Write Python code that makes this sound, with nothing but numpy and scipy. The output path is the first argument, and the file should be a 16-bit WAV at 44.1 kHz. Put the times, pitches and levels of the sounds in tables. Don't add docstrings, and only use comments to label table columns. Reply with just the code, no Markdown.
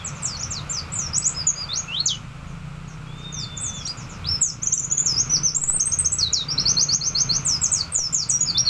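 import sys
import numpy as np
from scipy import signal
from scipy.fft import rfft, irfft, next_fast_len
from scipy.io import wavfile
from scipy.ndimage import uniform_filter1d

SR = 44100
rng = np.random.default_rng(int(sys.argv[2]) if len(sys.argv) > 2 else 0)


def put_to_file(sound):
    columns = np.atleast_2d(sound).T
    safe = np.clip(columns, -1, 1)
    whole_steps = np.round(safe * 32767)
    wavfile.write(sys.argv[1], SR, whole_steps.astype(np.int16))


N = 383229

# time_s, road_db, rumble_db
TRAFFIC_LEVELS = [(0, -41, -32.5), (1.3, -41, -34), (1.85, -42, -40.5), (2.25, -46, -34), (2.9, -46.5, -38),
                  (3.5, -44.5, -35), (4.35, -42.5, -35), (4.7, -44.3, -34), (5.3, -41.5, -32.5),
                  (5.65, -45.5, -33.5), (6.15, -43.5, -39), (6.5, -39.5, -32.5), (7.35, -41, -31),
                  (7.7, -42, -36), (8.4, -45.5, -35.5), (8.68, -38.5, -24.5)]
# frequency_hz, level_db
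TYRE_SPECTRUM = [(100, -31), (220, -1.5), (320, -8.5), (500, -1.5), (780, -3.5), (1050, 0), (1350, 4),
                 (1700, -7.5), (2000, -6.5), (2450, -2), (3200, -10), (4500, -14), (7000, -18.5),
                 (9000, -34)]
RUMBLE_SPECTRUM = [(10, -25), (30, -5.5), (50, -3), (80, -13.5), (110, 2), (150, 3.5), (185, -4.5),
                   (230, -10.5), (320, -15), (600, -63)]
DRONE_SPECTRUM = [(40, -42), (65, -26), (80, -6), (95, -15), (120, -18), (200, -63.5)]
HISS_SPECTRUM = [(2000, 6), (5000, -33.5), (7000, 4), (8300, 3), (8900, -9.5), (9800, -1.5), (11000, -52),
                 (12500, -28), (14000, -42.5), (15600, -72)]
# peak_s, half_length_s, level_db
DRONE_PEAKS = [(0.803, 0.53, -41.5), (3.696, 0.11, -40.5), (4.322, 0.088, -34), (6.12, 0.21, -37),
               (7.7, 0.28, -41.5), (8.65, 0.12, -50)]
# time_s, firings_per_s, level_db, lift_db
ENGINE_RUN = [(0, 29.2, -44, 4), (1.3, 28.8, -39, -7), (2.3, 26.7, -42, -17), (2.5, 27.4, -34, -2),
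              (2.9, 31.4, -36, -2), (3.3, 30.1, -35, 3), (3.6, 29.2, -45.5, 5), (4.5, 27.7, -36, 3.5),
              (5, 28, -40, 11.5), (5.4, 29.7, -36.5, 8.5), (5.9, 29.5, -39.5, 6), (6.4, 29.2, -38.5, 11),
              (6.7, 30.3, -35, 7.5), (7.35, 26.7, -34.5, 5.5), (7.7, 26.7, -41.5, 2.5),
              (8.68, 31.3, -46.5, 7)]
# frequency_hz, level_db
EXHAUST_SPECTRUM = [(30, -1), (60, -4.5), (90, -20.5), (120, -3), (150, 5.5), (180, -0.5), (212, -20.5),
                    (270, -17), (305, -27), (335, -17), (370, -29.5), (440, -18), (520, -30)]
# pitch_hz, gain_db
BEAK_RESPONSE = [(2600, -0.1), (3500, -1.5), (4000, -0.9), (4350, 4), (4750, -2), (5300, -0.5), (5800, 0.1),
                 (6500, 5), (7200, 4.9), (7800, 4.8), (8400, -1)]
# overtone_hz, gain_db
OCTAVE_RESPONSE = [(6000, 12), (8500, -7), (10000, 2), (11900, -3.5), (12800, -9), (16000, -3)]
# top_s, fall_s, top_hz, end_hz, bend, scoop_s, level_db, swell_db
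SLUR_NOTES = [(0, .027, 3570, 3200, .95, 0.0067, -41, -5),
              (0.054, 0.044, 7840, 5320, 0.41, 0.0099, -38, -10), (.223, .14, 8500, 4326, 2.33, 0, -32, -5),
              (.511, 0.087, 7610, 3830, 1.9, .007, -32, 1.5),
              (0.715, 0.084, 7590, 4530, 0.94, 0.021, -29.5, 1.5),
              (.947, 0.13, 8130, 5350, 1.9, 0.026, -30, 2.5),
              (1.472, 0.034, 6970, 6530, 1.9, .003, -19, -5.5),
              (2.06, 0.096, 7370, 2925, 4.7, 0, -23.5, -16), (3.325, .12, 6760, 4410, 0.24, 0, -34.5, 9),
              (3.568, .023, 7300, 6500, 2.3, 0.0011, -37.5, 2),
              (3.626, 0.08, 8260, 6000, 1.75, 0.027, -33.5, -2.5),
              (4.42, 0.087, 7840, 5260, 0.48, .008, -20, -5), (5.058, 0.092, 7270, 5030, 4.55, 0, -21, -4),
              (6.186, 0.096, 6500, 3854, 3.2, 0, -21, 2.5), (6.33, 0.097, 7090, 3713, 4.08, 0, -19, -3.5),
              (7.456, .11, 8400, 5050, 3.2, 0.0066, -22, 1.5),
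              (7.632, 0.036, 7900, 5480, 1.22, 0.018, -24, 1),
              (7.721, .097, 8110, 4280, 1.21, 0.0043, -23, -5.5),
              (7.937, 0.14, 8620, 5205, 3.16, 0.016, -22, 1),
              (8.144, .094, 7530, 4430, 0.58, .017, -24, -1.5),
              (8.297, 0.071, 8160, 5770, 8.9, 0.0064, -22, 6),
              (8.468, 0.04, 5320, 4490, 0.95, 0.012, -21.5, 8),
              (8.665, .025, 4590, 4250, 2.2, 0.012, -16.5, 9)]
# time_s, shift_hz
SLUR_KINKS = [(.252, 1204), (.731, -700), (.96, -450), (.985, 890), (2.076, 1150), (3.385, 250),
              (4.435, -660), (7.658, 435), (7.738, -380), (7.956, -450), (7.973, 612), (8.154, -690),
              (8.172, 300)]
# delay_s, gain
CAGE_ECHOES = [(.0019, 0.14), (.0043, -0.049), (.0066, 0.13), (.0091, -0.23), (0.0131, .15), (.0184, 0.071),
               (0.025, 0.12)]
# frequency_hz, fade_s
ROOM_FADE = [(500, .4), (3000, 0.17), (6000, 0.24), (9000, 0.21), (14000, 0.12)]
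# start_s, length_s, start_hz, end_hz, level_db
FAR_NOTES = [(0.149, 0.069, 7330, 4600, -49), (2.47, 0.045, 7200, 5640, -59),
             (2.876, 0.053, 7040, 5220, -53.5), (3.181, 0.067, 7150, 4230, -58),
             (3.388, 0.044, 7500, 7040, -50), (3.736, .105, 7300, 4630, -41.5),
             (3.97, 0.062, 7360, 5070, -46), (4.092, 0.061, 7360, 4796, -48)]
# start_s, length_s, start_hz, top_hz, end_hz, top_at (0-1), level_db, swell_db
CHIP_NOTES = [(0.366, 0.019, 4840, 6100, 4430, 0.47, -35, -4),
              (0.387, 0.052, 5000, 6800, 5050, 0.67, -40.5, -5),
              (0.426, 0.033, 4730, 6090, 5130.0, 0.64, -32.5, -10),
              (1.345, 0.079, 4900, 5140.0, 4760, 0.36, -28, 10.5),
              (1.557, 0.089, 4730, 4910, 4630, 0.38, -30, 5),
              (4.244, 0.12, 3290, 5436, 5130, 0.57, -25.5, 13),
              (5.295, 0.075, 5670, 6030, 4590, 0.4, -19.5, 10),
              (5.433, 0.064, 5990, 6175, 4710, 0.29, -19.5, 4.5),
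              (5.548, 0.035, 6530, 7580, 6800, 0.71, -22, 0),
              (5.615, 0.026, 7500, 8030, 6800, 0.59, -23, -3),
              (5.676, 0.031, 7520.0, 7890, 6860, 0.72, -22.5, 0),
              (5.708, 0.06, 8390, 8570, 7900, 0.89, -23.5, 13.5),
              (5.797, 0.0365, 5110, 6520, 6240, 0.49, -24, -4),
              (5.855, 0.024, 7660, 8370, 8380, 0.43, -21.0, 16),
              (5.917, 0.031, 5070, 6620, 6200, 0.51, -23.5, -3),
              (5.988, 0.029, 8140, 8350, 7820, 0.4, -20, -9), (6.047, 0.03, 5240, 6490, 6200, 0.7, -18, 2),
              (6.116, 0.031, 6930, 7910, 7540, 0.47, -22.5, 0),
              (8.406, 0.035, 6650, 6880, 6650, 0.48, -25.0, -2)]
# start_s, length_s, low_hz, high_hz, steepest_at (0-1), steepness, level_db, swell_db
SWEEP_NOTES = [(1.132, 0.056, 4870, 8020, 1, 1.5, -25, 0.5),
               (1.222, 0.064, 4730, 7820, 0.6, 0.57, -25.5, 15.5),
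               (1.69, 0.11, 3516, 6690, 0.56, 7.8, -27, -0.5),
               (1.882, 0.13, 2633, 4370, 0.67, 6.1, -26.5, 8.5),
               (3.854, 0.038, 5530, 9100, 0.52, 8, -39, -32),
               (3.861, 0.049, 2740, 4910, 0.07, 6.5, -30, 18),
               (5.161, 0.057, 4960, 6610, 0.51, 3.9, -20.5, 2.5),
               (6.486, 0.044, 4690, 5606, 0.52, 7.3, -23, -4),
               (6.579, 0.04, 3890, 5790, 0.29, 4.3, -20.5, -10),
               (6.656, 0.065, 4245, 6270, 0.42, 6.8, -18.5, -3),
               (6.768, 0.073, 4220, 6577, 0.55, 6.9, -18, 6),
               (6.888, 0.075, 4300, 6667, 0.6, 5.9, -19, 4.5),
               (7.011, 0.077, 4170, 6424, 0.42, 4.9, -22, 4),
               (7.15, 0.078, 4210, 6430, 0.51, 6.7, -21.5, 1),
               (7.293, 0.083, 4170, 6460, 0.55, 6.6, -21, 0.5),
               (8.548, 0.061, 3520.0, 5630, 0.5, 18, -16.5, 12.5)]
# time_s, pitch_hz, level_db
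WHISTLE_PATH = [(3.07, 3290, -52), (3.156, 3570, -52.5), (3.252, 3657, -40), (3.484, 3555, -41),
                (3.614, 3543, -44), (3.78, 3496, -37.5), (3.83, 3280, -44)]
# start_s, rise_s, hold_s, low_hz, high_hz, level_db
TRILL_NOTES = [(4.619, 0.022, .003, 5980, 7520, -25), (4.658, .03, 0.0014, 5840, 7270, -21.5),
               (4.717, 0.024, 0.0025, 5700, 7730, -20), (4.769, 0.03, 0.0026, 5800, 7330, -20),
               (4.824, 0.0265, 0.0041, 6070, 7000, -22.5), (4.9, 0.022, 0.011, 5850, 7060, -21),
               (4.971, .021, 0.021, 6350, 7290, -22)]
# start_s, tick_db, tick_hz, push_db
SMALL_TICKS = [(5.578, -34.5, 895, -22), (5.637, -35, 1500, -20), (5.698, -31, 1070, -17),
               (5.738, -35, 786, -29), (5.762, -36.5, 700, -39), (5.874, -35.5, 2000, -45),
               (6.001, -36.5, 2120, -49), (7.986, -28.5, 700, -21.5)]


def gain_of(db):
    return 10 ** (np.asarray(db) / 20)


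def unit_rms(x):
    return x / np.sqrt(np.mean(x ** 2) + 1e-20)


def value_at(table, hz):
    table_hz, values = np.transpose(table)
    return np.interp(np.log(hz + 1), np.log(table_hz + 1), values)


def curves(rows, t):
    times, *columns = np.transpose(rows)
    return [np.interp(t, np.sort(times), column) for column in columns]


def add(mix, start_s, sound):
    part = mix[max(round(start_s * SR), 0):][:len(sound)]
    part += sound[:len(part)]


def noise(spectrum):
    size = next_fast_len(N)
    colour = gain_of(value_at(spectrum, np.fft.rfftfreq(size, 1 / SR)))
    return unit_rms(irfft(rfft(rng.standard_normal(size)) * colour, size)[:N])


def waver(hz):
    return noise([(hz / 2, 0), (hz, -3), (hz * 2, -30), (hz * 10, -120)])


def traffic(tyre_gain_db=0.5, rumble_gain_db=-5, lumps_db=1.8, drone_floor_db=-47, hiss_db=-59):
    t = np.arange(N) / SR
    road_db, rumble_db = curves(TRAFFIC_LEVELS, t)
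    tyres = gain_of(road_db + tyre_gain_db) * noise(TYRE_SPECTRUM)
    rumble = gain_of(rumble_db + rumble_gain_db + lumps_db * waver(5.3)) * noise(RUMBLE_SPECTRUM)
    swells = sum(gain_of(db) * np.exp(-((t - peak_s) / width_s) ** 2 / 2)
                 for peak_s, width_s, db in DRONE_PEAKS)
    drone = np.hypot(gain_of(drone_floor_db), swells) * noise(DRONE_SPECTRUM)
    return tyres + rumble + drone + gain_of(hiss_db) * noise(HISS_SPECTRUM)


def engine(gain_db=-1):
    firings_per_s, level_db, lift_db = curves(ENGINE_RUN, np.arange(N) / SR)
    firing_hz = firings_per_s * (1 + .005 * waver(8))
    phase = 2 * np.pi * np.cumsum(firing_hz) / SR
    pulses = sum(gain_of(value_at(EXHAUST_SPECTRUM, k * firing_hz) + lift_db * (k > 7))
                 * np.cos(k * phase) for k in range(1, 18))
    return gain_of(level_db + gain_db) * unit_rms(pulses)


def voice_box(notes, jitter, flutter_db, half_db, attack_s, release_s, flick, fifth_db=-5):
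    octave_db, fuzz_db, fast_glide_hz_per_s, flick_s = -47, -38, 30000, .0026
    out = np.zeros(N)
    tremble, flutter, fuzz = waver(310), waver(130), waver(1300)
    for start_s, pitch, loudness in notes:
        times = start_s + np.arange(len(pitch)) / SR
        on_s, off_s = start_s - attack_s / 2, times[-1] + release_s / 2
        span = np.arange(max(int(on_s * SR), 0), min(int(off_s * SR), N))
        t = span / SR
        hz = uniform_filter1d(np.interp(t, times, pitch), size=150)
        unsteady = .2 + np.tanh(abs(np.gradient(hz)) * SR / fast_glide_hz_per_s)
        level_db = np.interp(t, times, loudness) + value_at(BEAK_RESPONSE, hz)
        level_db += flutter_db * unsteady * flutter[span]
        if pitch[-1] < pitch[-2]:
            hz = hz * (1 - flick * np.exp((t - off_s) / flick_s))
        phase = 2 * np.pi * np.cumsum(hz * (1 + jitter * unsteady * tremble[span])) / SR
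        ramp = np.clip(np.minimum((t - on_s) / attack_s, (off_s - t) / release_s), 0, 1)
        envelope = np.sqrt(2) * gain_of(level_db) * np.sin(np.pi / 2 * ramp) ** 2
        octave_gain = gain_of(octave_db) + gain_of(fuzz_db) * fuzz[span]
        octave = gain_of(value_at(OCTAVE_RESPONSE, 2 * hz)) * octave_gain * np.sin(2 * phase)
        half = (1 + .5 * flutter[span]) * np.sin(phase / 2)
        fifth = gain_of(fifth_db) * fuzz[span] * np.sin(1.5 * phase)
        out[span] += envelope * (np.sin(phase) + octave + gain_of(half_db) * (half + fifth))
    return out


def note_level(progress, level_db, swell_db, belly_db):
    return level_db + swell_db * (progress - .5) + belly_db * (4 * progress * (1 - progress) - 2 / 3)


def settle(progress, bend):
    return (np.exp(-bend * progress) - np.exp(-bend)) / (1 - np.exp(-bend))


def slur(top_s, fall_s, top_hz, end_hz, bend, scoop_s, level_db, swell_db):
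    scoop_hz_per_s, scoop_db, kink_s = 28000, -6, .007
    t = np.arange(-scoop_s, fall_s, 1 / SR)
    progress = np.clip(t / fall_s, 0, 1)
    before_top_s = np.maximum(-t, 0)
    kinks = sum(shift_hz * np.exp(-((top_s + t - time_s) / kink_s) ** 2)
                for time_s, shift_hz in SLUR_KINKS)
    hz = end_hz + (top_hz - end_hz) * settle(progress, bend) + kinks - scoop_hz_per_s * before_top_s
    soft_start_db = scoop_db * before_top_s / max(scoop_s, 1 / SR)
    return top_s + t[0], hz, note_level(progress, level_db, swell_db, belly_db=1) + soft_start_db


def cage(x):
    out = x.copy()
    for delay_s, gain in CAGE_ECHOES:
        add(out, delay_s, gain * x)
    return out


def room(x, gap_s=.0016):
    hz, t, spectrum = signal.stft(rng.standard_normal(SR // 2), SR, nperseg=256)
    fade = gain_of(-60 * t / value_at(ROOM_FADE, hz)[:, None])
    tail = signal.istft(spectrum * fade, SR, nperseg=256)[1]
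    tail *= np.arange(len(tail)) > gap_s * SR
    song_band = abs(np.fft.rfftfreq(len(tail), 1 / SR) - 6000) < 2500
    tail /= np.sqrt(np.mean(abs(rfft(tail)[song_band]) ** 2))
    return signal.oaconvolve(x, tail)[:N]


def far_slur(start_s, length_s, start_hz, end_hz, level_db):
    progress = np.arange(0, length_s, 1 / SR) / length_s
    hz = end_hz + (start_hz - end_hz) * settle(progress, bend=.8)
    return start_s, hz, note_level(progress, level_db, swell_db=-1, belly_db=0)


def chip(start_s, length_s, start_hz, top_hz, end_hz, top_at, level_db, swell_db):
    progress = np.arange(0, length_s, 1 / SR) / length_s
    rising_hz = top_hz - (top_hz - start_hz) * (1 - progress / top_at) ** 2
    falling_hz = top_hz - (top_hz - end_hz) * ((progress - top_at) / (1 - top_at)) ** 2
    hz = np.where(progress < top_at, rising_hz, falling_hz)
    return start_s, hz, note_level(progress, level_db, swell_db, belly_db=6)


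def sweep(start_s, length_s, low_hz, high_hz, steepest_at, steepness, level_db, swell_db):
    progress = np.arange(0, length_s, 1 / SR) / length_s
    climb = np.tanh(steepness * (progress - steepest_at) / 2)
    hz = low_hz + (high_hz - low_hz) * (climb - climb[0]) / (climb[-1] - climb[0])
    return start_s, hz, note_level(progress, level_db, swell_db, belly_db=.5)


def long_whistle(gain_db=2):
    start_s, end_s = WHISTLE_PATH[0][0], WHISTLE_PATH[-1][0]
    hz, level_db = curves(WHISTLE_PATH, np.arange(start_s, end_s, 1 / SR))
    return start_s, hz, level_db + gain_db


def trill_note(start_s, rise_s, hold_s, low_hz, high_hz, level_db, bend=1.68, sag_hz_per_s=20000):
    t = np.arange(0, rise_s + hold_s, 1 / SR)
    climb = np.minimum(t / rise_s, 1) ** bend
    hz = low_hz + (high_hz - low_hz) * climb - sag_hz_per_s * np.maximum(t - rise_s, 0)
    return start_s, hz, note_level(t / t[-1], level_db, swell_db=6.5, belly_db=4.5)


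def ticks(push_s=.022, tick_s=.0085):
    out, t = np.zeros(N), np.arange(SR // 5) / SR
    push = np.exp(-t / push_s) - np.exp(-t / tick_s)
    for start_s, tick_db, tick_hz, push_db in SMALL_TICKS:
        band = signal.butter(2, [tick_hz / 1.9, tick_hz * 1.33], "bandpass", fs=SR, output="sos")
        tick = unit_rms(signal.sosfilt(band, rng.standard_normal(len(t)))) * np.exp(-t / tick_s)
        add(out, start_s, gain_of(push_db) * push + gain_of(tick_db) * tick)
    return out


def song():
    slurs = voice_box([slur(*row) for row in SLUR_NOTES] + [long_whistle()], jitter=.015,
                      flutter_db=3.5, half_db=-45, attack_s=.008, release_s=.0095, flick=.24)
    sweeps = voice_box([sweep(*row) for row in SWEEP_NOTES], jitter=.015,
                       flutter_db=3.5, half_db=-53, attack_s=.0099, release_s=.004, flick=0)
    chips = voice_box([chip(*row) for row in CHIP_NOTES], jitter=.0097, fifth_db=3,
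                      flutter_db=4, half_db=-43.5, attack_s=.0035, release_s=.0048, flick=.096)
    trill = voice_box([trill_note(*row) for row in TRILL_NOTES], jitter=.016,
                      flutter_db=4.5, half_db=-34.5, attack_s=.0055, release_s=.0047, flick=.11)
    return gain_of(-1) * (slurs + sweeps + chips) + gain_of(-2.5) * trill


def scene(near_echo_db=-7.5, far_direct_db=-7):
    near = song()
    far = voice_box([far_slur(*row) for row in FAR_NOTES], jitter=.021,
                    flutter_db=1.5, half_db=-45, attack_s=.0046, release_s=.005, flick=.1)
    birds = cage(near) + gain_of(far_direct_db) * far + room(gain_of(near_echo_db) * near + far)
    return (birds + traffic() + engine() + ticks())[None]


def record(dry, limit_db=-14.5, recovery_db_per_s=26, cutoff_hz=15600):
    power_db = 10 * np.log10(abs(uniform_filter1d(dry[0] ** 2, size=180)) + 1e-12)
    recovery_db = np.arange(N) / SR * recovery_db_per_s
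    fading_peak_db = np.maximum.accumulate(power_db + recovery_db) - recovery_db
    excess_db = np.maximum(fading_peak_db - limit_db, 0)
    turned_down = dry / gain_of(uniform_filter1d(excess_db, size=120))
    microphone = signal.firwin2(129, [0, 11400, 12800, SR / 2], gain_of([0, 0, -17, -40]), fs=SR)
    low_pass = signal.firwin(511, cutoff_hz, window=("kaiser", 9), fs=SR)
    return signal.oaconvolve(turned_down, np.convolve(microphone, low_pass)[None], "same", axes=1)


dry = scene()
out = record(dry)
put_to_file(out)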